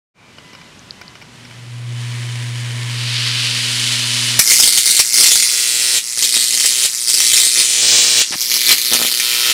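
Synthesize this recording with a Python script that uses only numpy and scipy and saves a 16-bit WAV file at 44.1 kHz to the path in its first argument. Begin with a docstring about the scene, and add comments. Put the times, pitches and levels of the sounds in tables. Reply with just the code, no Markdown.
"""First come a soft scrape and small handling clicks over the air of a small room and a faint whine.
Close by stands a high-voltage ladder of two wires. As the mains voltage is raised, a capacitor hums
and tiny discharges (corona) hiss; then the gap breaks down with a bang. Five times an arc catches and
lifts off sputtering; the later ones settle to a buzz, and the last still burns at the end.
The arc strikes anew on every half cycle of the mains and overloads the microphone."""
import sys
import numpy as np
from scipy import signal
from scipy.io import wavfile

SR = 44100
rng = np.random.default_rng(int(sys.argv[2]) if len(sys.argv) > 2 else 0)


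def store_pcm(level_fs):
    """Save levels as 16-bit WAV."""
    pcm = np.round(np.clip(level_fs, -1, 1) * 32767).astype(np.int16)
    wavfile.write(sys.argv[1], SR, np.atleast_2d(pcm).T)


N = 420273
TIME = np.arange(N) / SR
PULSE_HZ, BREAKDOWN_S = 120.01, 4.3915  # two pulses per mains cycle; when the gap first gives way

# Levels in the tables are relative: the functions add their own gains.
# each climb of the arc: (strike time [s], lifts off after [s], settles after [s] if it still burns,
# level at the foot [dB], level once lifted [dB], final swell [dB])
ARC_CLIMBS = [(4.398, 0.077, .8, -21.5, -19.5, 4.5), (5.009, 0.12, .46, -23, -18.5, 4.5),
              (5.99, 0.18, 0.73, -26.5, -19, 10.5), (6.865, .207, 0.71, -22, -17, 7),
              (8.224, .18, 0.99, -24.5, -20.5, 4.5)]
# the arc flares up: (time [s], half length [s], extra level [dB], extra body [dB], extra thump [dB])
ARC_FLARES = [(4.503, 0.036, 5.5, 5, 9), (4.625, 0.061, 7, 4, 7), (4.747, 0.043, 3, 4.5, 0),
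              (4.906, 0.01, 5, -3, 23), (5.224, .08, 5.5, 3.5, 4), (5.375, 0.053, 3, -2.5, 7),
              (6.25, 0.036, 2.5, 4.5, 2), (6.364, 0.022, 3.5, 5.5, 21), (6.548, 0.02, 3, 1, 20),
              (6.656, 0.015, 4, -7, 27), (7.18, 0.071, 2.5, 4, -9), (7.37, 0.0785, 5.5, 3, -8),
              (7.591, 0.04, 5.5, 6, -9), (8.578, 0.11, 1, 3.5, 0), (8.706, 0.0325, 8, 7.5, 4),
              (8.931, 0.032, 6, 7, 27), (9.027, 0.071, 1.5, -2, 28.5)]
# an old, long arc strikes again within the half cycle: (delay [s], size against the first spark [ratio])
ARC_RESTRIKES = [(.0013, 0.22), (.00215, 0.3)]
# the tone of one spark: (frequency [Hz], level [dB])
SPARK_SPECTRUM = [(100, -42.5), (260, -24.5), (370, -17), (600, -30), (1000, -17), (1600, -11),
                  (2100, -7.5), (2600, -4), (3500, -1), (4800, 2), (6500, 2), (9000, 1), (10500, -3.5),
                  (12000, -8.5), (15500, -17.5)]
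# the moving microphone shades the arc:
# (time [s], level [dB], body [dB], treble [dB], top treble against the treble [dB], ring [dB])
MIC_AIM = [(4.4, 1, -.5, 2.5, 3.5, 1.5), (5.8, 0.37, 1, 1.5, -2, 3.5), (7.35, -2.5, -1, 1.5, -0.5, 1),
           (7.68, -1.5, -1.5, 3.5, -9, 4), (7.92, 9, -4.5, -3, -7, -5), (8.12, 3, -2.5, 1.5, 9, -14),
           (8.335, 0.5, -1, -5, -3, -8), (8.375, 1, -2, -2, 23, 0), (8.95, -.5, 1.5, 0.5, 23, 0.5),
           (9.5, 2, 4, -1.5, 11.5, -3)]
# heavy snaps, the first being the breakdown: (time [s], level [dB], decay time [s])
HEAVY_SNAPS = [(4.3916, 13, 0.0031), (4.783, 1.5, 0.0017), (4.899, -2, 0.00049), (4.993, 2.5, 0.002),
               (4.999, 4, 0.0025), (5.356, 3.5, 0.0016), (6.175, -8, 0.00068), (6.649, -5, 0.00084),
               (6.933, -9, 0.00061), (7.203, 4.5, 0.0012), (8.408, -14, .001), (8.692, 3, 0.0012),
               (8.726, 8, .0007), (8.934, 15, 0.00027), (8.942, 6, 0.00036), (9.026, 9, 0.00027),
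               (9.1993, 0, .0016)]
# the tone of a heavy snap: (frequency [Hz], level [dB])
SNAP_SPECTRUM = [(60, 5.5), (220, 3.5), (450, -27), (800, -2), (1400, -4), (2300, 11.5), (3200, 2),
                 (5500, 11.5), (9000, 8.5), (15000, -1)]
# the hiss grows with the voltage: (time [s], level [dB])
HISS_LEVELS = [(1.4, -52.5), (1.87, -49), (2.02, -39.5), (2.68, -37.5), (3.25, -29), (3.8, -23.5),
               (4.35, -21.5)]
# the tone of the fine hiss: (frequency [Hz], level [dB])
HISS_SPECTRUM = [(50, -28), (220, 6.5), (800, -0.5), (1000, 7), (1400, 4), (1800, 12), (2300, 12),
                 (2850, 9.5), (3000, 11.5), (3170, 11.5), (6200, 3.5), (9700, 1.5), (11500, -10),
                 (15500, -20.5)]
# the tone of streamers, the coarser threads of discharge: (frequency [Hz], level [dB])
STREAMER_SPECTRUM = [(240, -64), (400, -35), (486, -11), (526, -50), (591, -21), (830, -23), (983, -17.5),
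                     (1380, -12), (2970, 0), (3300, -1.5), (4690, -1.5), (7120, -21), (9000, -35),
                     (11700, -34), (19800, -120)]
# the capacitor under rising voltage: (time [s], lowest note [dB], its octave [dB])
HUM_LEVELS = [(1.2, -57, -48), (1.76, -27, -60), (1.79, -27.5, -62), (1.91, -23, -45.5), (3.07, -22, -44.5),
              (3.65, -28, -39), (4.36, -27.5, -36.5)]
# higher notes in the hum: (multiple of the pulse rate [ratio], level against the octave [dB])
HUM_OVERTONES = [(3, -10), (4, -22), (5, -15), (8, -11.5)]
# small handling clicks: (time [s], level [dB])
HANDLING_CLICKS = [(0.384, -20.5), (0.532, -25), (0.55, -24), (0.614, -27), (1.014, -21), (1.154, -23.5),
                   (1.215, -27.5), (1.223, -25), (1.451, -24), (1.51, -27)]
# the notes of a plastic case: (frequency [Hz], level [dB], time to fade by 60 dB [s])
CASE_NOTES = [(930, -22, 0.02), (1550, -0.5, 0.022), (2380, 7, 0.022), (2970, 3, 0.026),
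              (5370, 11.5, 0.0049)]
# short high pips: (time [s], level [dB], frequency [Hz])
HIGH_PIPS = [(0.7927, -30, 6360), (0.9078, -14.5, 4520), (1.08, -23, 4590)]
# the tone of the rasp: (frequency [Hz], level [dB])
RASP_SPECTRUM = [(40, -19), (200, -19), (1000, -13.5), (2200, -11), (4000, -15), (8000, -39)]
# dull knocks on either side of the rasp: (time [s], level [dB])
DULL_KNOCKS = [(8.309, -24), (8.355, -23)]
# the tone of the room air: (frequency [Hz], level [dB])
AIR_SPECTRUM = [(30, -3), (70, 0), (130, 6.5), (230, 3.5), (400, -4), (750, -6.5), (1100, -6), (3000, -6.5),
                (4700, -10.5), (6000, -13), (9000, -19.5), (12000, -28), (15500, -43)]
# a faint machine whine: (frequency [Hz], level [dB])
WHINE_NOTES = [(995.9, -65), (2019, -64.5), (3009, -67)]
# echoes from near surfaces: (delay [s], gain [ratio])
NEAR_ECHOES = [(.0015, 0.35), (.004, 0.34), (.0011, -0.1), (.0065, 0.32), (.0072, .2), (.0095, -0.03),
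               (0.012, 0.13)]
# how long the room rings: (frequency [Hz], time to fade by 60 dB [s])
ROOM_DECAY = [(200, 0.25), (2000, 0.2), (6000, 0.16), (15000, 0.17)]
# the sound fades in: (time [s], gain [ratio])
FADE_IN = [(0, 0), (.14, 0), (.2, .35), (.3, .65), (.45, 1)]


def arc(arc_db=-3.5, body_db=-10, thump_db=-37, ring_db=-14.5, body_db_per_s=4.5, thump_db_per_s=1):
    """Bursts of sparks make a buzz that deepens as the arc stretches up the wires."""
    age, strength_db, spark_count, lifted = climb(TIME)
    _, flare_body_db, flare_thump_db = flares(TIME)
    aim_db, low_db, high_db, top_db, metal_db = follow(MIC_AIM, TIME)
    low_db = low_db + body_db_per_s * age + flare_body_db
    bursts, leaders = sparks()
    crack = colour(bursts, SPARK_SPECTRUM)
    # split the crackle into four bands and balance them anew
    body, dull, no_top = (below(crack, hz) for hz in (3300, 6800, 11200))
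    bright, top = no_top - dull, crack - no_top
    treble = (bright + amp(top_db) * top) / np.sqrt(bright.var() + amp(2 * top_db) * top.var())
    tone = evened(dull - body) + amp(body_db + low_db) * evened(body) + amp(high_db) * treble
    tone -= 0.35 * (1 - lifted) * resonate(tone, hz=2970, q=5.1)  # hollow while still at the foot
    # the sputtering sparks set off a narrow metallic ring
    ring = evened(resonate(crack, hz=2075, q=12))
    tone += amp(ring_db + metal_db) * ring * np.clip(spark_count / 1.8, .7, 1.4)
    # a low thump comes with each leading spark
    thump = colour(leaders, [(20, -24), (110, 3.5), (240, 11.5), (450, 7.5), (850, 6.5), (1500, 5.5),
                             (4000, -50)])
    tone += thump * amp(thump_db + thump_db_per_s * age + flare_thump_db)
    return tone * amp(strength_db + aim_db + arc_db)


def sparks(short_gap_hz=5900, long_gap_hz=3900, late_s=.00018, limp_s=.00005, slots=14):
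    """Each half cycle the gap fires and recharges in a quick burst. Gives all sparks, and the leaders."""
    start = BREAKDOWN_S + np.arange(5, int((N / SR - BREAKDOWN_S) * PULSE_HZ)) / PULSE_HZ
    age, _, spark_count, _ = climb(start)
    rate_hz = long_gap_hz + (short_gap_hz - long_gap_hz) * np.exp(-age / .3)  # long gaps recharge slowly
    rate_hz *= np.exp(0.0624 * np.interp(start, TIME, drift(20)))
    sputter = np.clip((spark_count - 2) / 3, 0, 1)  # long bursts are erratic
    late, spread, loud, heavy = rng.standard_normal((len(start), 4)).T
    waits = np.exp(0.2065 * rng.standard_normal((len(start), slots))) / rate_hz[:, None]
    first = start + late_s * (np.maximum(.7 * sputter, 0.17) * late + 2.2 * sputter - 1.1)
    first += age * (limp_s * (-1) ** np.arange(len(start)) - .0003 * age)  # long arcs limp, fire early
    times = first[:, None] + np.cumsum(waits, 1) - waits[:, :1]
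    burst_length = np.maximum(spark_count * np.exp(0.39 * sputter * spread), 1)
    size = np.clip(burst_length[:, None] - np.arange(slots), 0, 1)
    size *= amp(2.3 * rng.standard_normal(size.shape))
    size += 0.053 * rng.exponential(1, size.shape) * (rng.random(size.shape) < .25)  # weak stray sparks
    # repeat strikes grow in as the arc gets old
    delay, repeat_size = np.transpose(ARC_RESTRIKES)
    jitter_s = .00011 * rng.standard_normal((len(start), len(delay)))
    old = ramp((age - 0.96) / 0.73)
    times = np.hstack([times, first[:, None] + delay + jitter_s])
    size = np.hstack([size, np.outer(old * size[:, 0], repeat_size)])
    burst_db = (1 + 3 * sputter) * loud
    size *= (amp(burst_db) / np.linalg.norm(size, axis=1))[:, None]
    leader_db = 7 * np.sqrt(sputter) * np.clip(heavy, -2, 1.5)
    return click_train(times, size), click_train(first, amp(leader_db))


def climb(t, lift_s=.02, settle_s=0.148, swell_s=.05, catch_s=0.022):
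    """The rising arc at times t: age [s], level [dB], sparks per half cycle and lift-off (0 to 1)."""
    strikes = [row[0] for row in ARC_CLIMBS]
    which = np.maximum(np.searchsorted(strikes, t) - 1, 0)
    strike, lift, settle, foot_db, lifted_db, swell_db = np.array(ARC_CLIMBS)[which].T
    age = t - strike
    time_left = np.append(strikes[1:], N / SR)[which] - t
    lifted, settled = ramp((age - lift) / lift_s), ramp((age - settle) / settle_s)
    flare_db = flares(t)[0]
    level_db = foot_db + (lifted_db - foot_db) * lifted + swell_db * np.exp(-time_left / swell_s)
    level_db += flare_db - 19 * np.exp(-abs(age) / catch_s)  # a fresh arc takes a moment to catch
    at_foot, sputtering, steady = 2.39, 3.6, 1.33  # sparks per half cycle, before flares add more
    spark_count = at_foot + (sputtering - at_foot) * lifted + (steady - sputtering) * settled
    return np.maximum(age, 0), level_db, spark_count + 0.32 * flare_db, lifted


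def flares(t):
    """The arc flares up briefly: extra level, body and thump [dB] at times t."""
    return sum(np.outer(dbs, np.exp(-((t - s) / half_s) ** 2)) for s, half_s, *dbs in ARC_FLARES)


def snaps(bang_db=-2):
    """Stored charge empties through the gap: hard cracks with a biting midrange."""
    loudness = sum(amp(db + bang_db) * (TIME > s) * np.exp(-abs(TIME - s) / decay)
                   for s, db, decay in HEAVY_SNAPS)
    return loudness * colour(rng.standard_normal(N), SNAP_SPECTRUM)


def corona(hiss_db=6.5, streamer_db=-18.5, sag_db_per_s=2, grain_db=3.5, join_s=3.04):
    """Countless tiny discharges crowd at each voltage peak; coarse streamers join at higher voltage."""
    fine_db, = follow(HISS_LEVELS, TIME)
    throb = np.cos(2 * np.pi * PULSE_HZ * TIME)
    joined = ramp((TIME - join_s) / 0.55)
    noise = rng.standard_normal((2, N))
    fine, coarse = noise * amp(grain_db * np.minimum(rng.exponential(1, (2, N)), 5))
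    hiss = colour(fine * (1 + 0.25 * throb), HISS_SPECTRUM)
    whistle = amp(-16) * evened(resonate(hiss, hz=3005, q=60))
    hiss -= 0.81 * joined * below(hiss, 3900)  # the streamers take over its lower part
    hiss = (hiss + whistle) * amp(fine_db + hiss_db)
    streamers = colour(coarse * (1 + 0.11 * throb), STREAMER_SPECTRUM)
    streamers *= amp(streamer_db - sag_db_per_s * (TIME - join_s))
    flutter = amp(.5 * drift(25))
    return (hiss + streamers * joined) * flutter * voltage_on(1.27)


def capacitor_hum(waver=0.028):
    """The electric field squeezes the capacitor twice per mains cycle."""
    base_db, octave_db = follow(HUM_LEVELS, TIME)
    angle = 2 * np.pi * PULSE_HZ * TIME
    upper = np.sin(2 * angle)
    for multiple, db in HUM_OVERTONES:
        upper += amp(db) * np.sin(multiple * (angle + rng.uniform(0, 2 * np.pi)))
    upper *= amp(octave_db - 1) * (1 + waver * drift(15))
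    return np.sqrt(2) * (amp(base_db) * np.sin(angle) + upper) * voltage_on(1.17)


def voltage_on(from_s):
    """Voltage stands across the gap (0 to 1) from from_s until the breakdown."""
    return np.clip((TIME - from_s) / 0.11, 0, 1) * np.clip((BREAKDOWN_S + 0.011 - TIME) / 0.011, 0, 1)


def handling_clicks(rattle_s=0.004):
    """Each tiny rattle from handling makes a plastic case ring."""
    out, t = np.zeros(N), TIME[:SR // 20]
    ring = sum(amp(db - 60 * t / fade_s) * np.sin(2 * np.pi * hz * t) for hz, db, fade_s in CASE_NOTES)
    for s, db in HANDLING_CLICKS:
        rattle = rng.standard_normal(len(t)) * np.exp(-t / rattle_s)
        click = evened(signal.fftconvolve(rattle, ring)[:len(t)])
        click += 0.47 * evened(below(rattle, 6700, order=2))
        add(out, s, amp(db - 9) * 2.1 * click / abs(click).max())
    return out


def pips(half_s=0.0004):
    """High pips, each only a few cycles long."""
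    out, t = np.zeros(N), TIME[:SR // 20]
    for s, db, hz in HIGH_PIPS:
        add(out, s, amp(db + 2) * np.exp(-(t / half_s - 2.4) ** 2) * np.sin(2 * np.pi * hz * t))
    return out


def rasp(rasp_db=-23, middle_s=8.337, knock_hz=260, knock_s=0.0012):
    """A short, dull rasp between two soft knocks as the last climb begins."""
    swell = np.exp(-((TIME - middle_s) / .018) ** 4)
    out = amp(rasp_db) * colour(rng.standard_normal(N), RASP_SPECTRUM) * swell
    t = TIME[:SR // 20]
    for s, db in DULL_KNOCKS:
        add(out, s, amp(db) * t / knock_s * np.exp(1 - t / knock_s) * np.sin(2 * np.pi * knock_hz * t))
    return out


def scrape(scrape_db=-41, middle_s=0.2, half_s=0.12):
    """A soft scrape at the start: a narrow band of noise swells and fades."""
    band = colour(rng.standard_normal(N), [(1200, -7), (2050, -18), (2350, 4), (2700, -17), (6000, -49)])
    return amp(scrape_db) * band * np.exp(-((TIME - middle_s) / half_s) ** 2)


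def background(air_db=-42, waver=0.00266):
    """Room air and a thin, wavering machine whine."""
    clock = np.cumsum(1 + waver * drift(6.8)) / SR
    whine = sum(amp(db) * np.sin(2 * np.pi * hz * clock) for hz, db in WHINE_NOTES)
    air = amp(air_db) * colour(rng.standard_normal(N), AIR_SPECTRUM)
    return air + np.sqrt(2) * whine * (1 + 1.8 * drift(5))


def room(x, tail_db=-4, sway_s=0.000124, build_s=0.0052):
    """Near surfaces echo the treble, shifting as the microphone moves; a short tail follows."""
    thrown = x - 0.66 * below(x, 1100)
    near = x + sum(gain * np.interp(TIME - delay - sway_s * drift(.7), TIME, thrown)
                   for delay, gain in NEAR_ECHOES)
    scatter = rng.standard_normal(SR // 2) * (rng.random(SR // 2) < .15)
    hz, t, bands = signal.stft(scatter, SR, nperseg=256)
    bands = bands * amp(-60 * t / at_frequency(ROOM_DECAY, hz)[:, None])
    tail = signal.istft(bands, SR, nperseg=256)[1]
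    tail *= 1 - np.exp(-TIME[:len(tail)] / build_s)
    wet = near + amp(tail_db) * signal.oaconvolve(thrown, tail / np.linalg.norm(tail))[:N]
    return wet * x.std() / wet.std()


def turned_away(x, shade=0.77, shade_hz=9000, middle_s=8.03, half_s=0.28):
    """For a moment the microphone is turned away and misses the highest treble."""
    away = np.exp(-((TIME - middle_s) / half_s) ** 4)
    return x - shade * away * (x - below(x, shade_hz, order=6))


def amp(db):
    """Turns decibels into gain."""
    return 10 ** (np.asarray(db) / 20)


def evened(x):
    """Scales x to an average (rms) level of 1."""
    return x / np.sqrt(np.mean(x ** 2) + 1e-20)


def follow(rows, t):
    """Each column of a time table at times t."""
    s, *columns = np.transpose(rows)
    return [np.interp(t, s, column) for column in columns]


def at_frequency(rows, hz):
    """Looks up a frequency table at hz."""
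    f, value = np.transpose(rows)
    return np.interp(np.log(hz + 1), np.log(f + 1), value)


def add(mix, s, sound):
    """Mixes a sound in at time s."""
    part = mix[round(s * SR):][:len(sound)]
    part += sound[:len(part)]


def colour(x, spectrum, size=2048):
    """Gives x the tone of a spectrum, at level 1; the filter rings only after a click, never before."""
    log_gain = np.log(amp(at_frequency(spectrum, abs(np.fft.fftfreq(size, 1 / SR)))))
    taps = np.fft.ifft(np.exp(np.conj(signal.hilbert(log_gain)))).real
    return evened(signal.oaconvolve(x, taps)[:N])


def below(x, hz, order=3):
    """The part of x under hz."""
    return signal.sosfiltfilt(signal.butter(order, hz, fs=SR, output="sos"), x)


def resonate(x, hz, q):
    """The part of x around hz; a higher q is narrower."""
    return signal.lfilter(*signal.iirpeak(hz, q, fs=SR), x)


def drift(top_hz):
    """A slow random wobble of level 1."""
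    t = TIME[::128]
    rates = np.geomspace(top_hz / 10, top_hz, 12)
    waves = sum(np.sin(2 * np.pi * (hz * t + rng.random())) / np.sqrt(hz) for hz in rates)
    return np.interp(TIME, t, evened(waves))


def ramp(x):
    """A smooth step from 0 to 1, one unit wide, centred on x = 0."""
    return .5 + .5 * np.sin(np.pi * np.clip(x, -.5, .5))


def click_train(times, size):
    """Clicks at their exact places between samples."""
    place = times.reshape(-1, 1) * SR
    index = place.astype(int) + np.arange(-8, 9)
    clicks = size.reshape(-1, 1) * np.sinc(index - place) * np.hanning(index.shape[1])
    return np.bincount(index.ravel(), clicks.ravel(), N)[:N]


def scene(recede_db=-10):
    """All sources at the microphone; the background drops once the arc burns."""
    air = background() * amp(recede_db * (TIME > BREAKDOWN_S))
    ladder = room(turned_away(arc() + snaps()))
    mix = ladder + rasp() + corona() + capacitor_hum() + handling_clicks() + pips() + scrape() + air
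    return mix[None]


def record(dry, mic_limit=2.1, top_hz=15750):
    """The microphone gives way on one side of the wave, then the input cuts the peaks off flat."""
    lost = np.clip(dry - mic_limit, 0, 1)
    lopsided = dry - signal.lfilter(*signal.butter(1, 80, "high", fs=SR), lost)
    clipped = np.clip(lopsided, -1, 1) * follow(FADE_IN, TIME)[0]
    clipped -= below(clipped, 40, order=1)  # take out the deepest rumble
    treble_cut = signal.firwin(255, top_hz, window=("kaiser", 8), fs=SR)
    return signal.oaconvolve(clipped, treble_cut[None], "same")


dry = scene()
out = record(dry)
store_pcm(out)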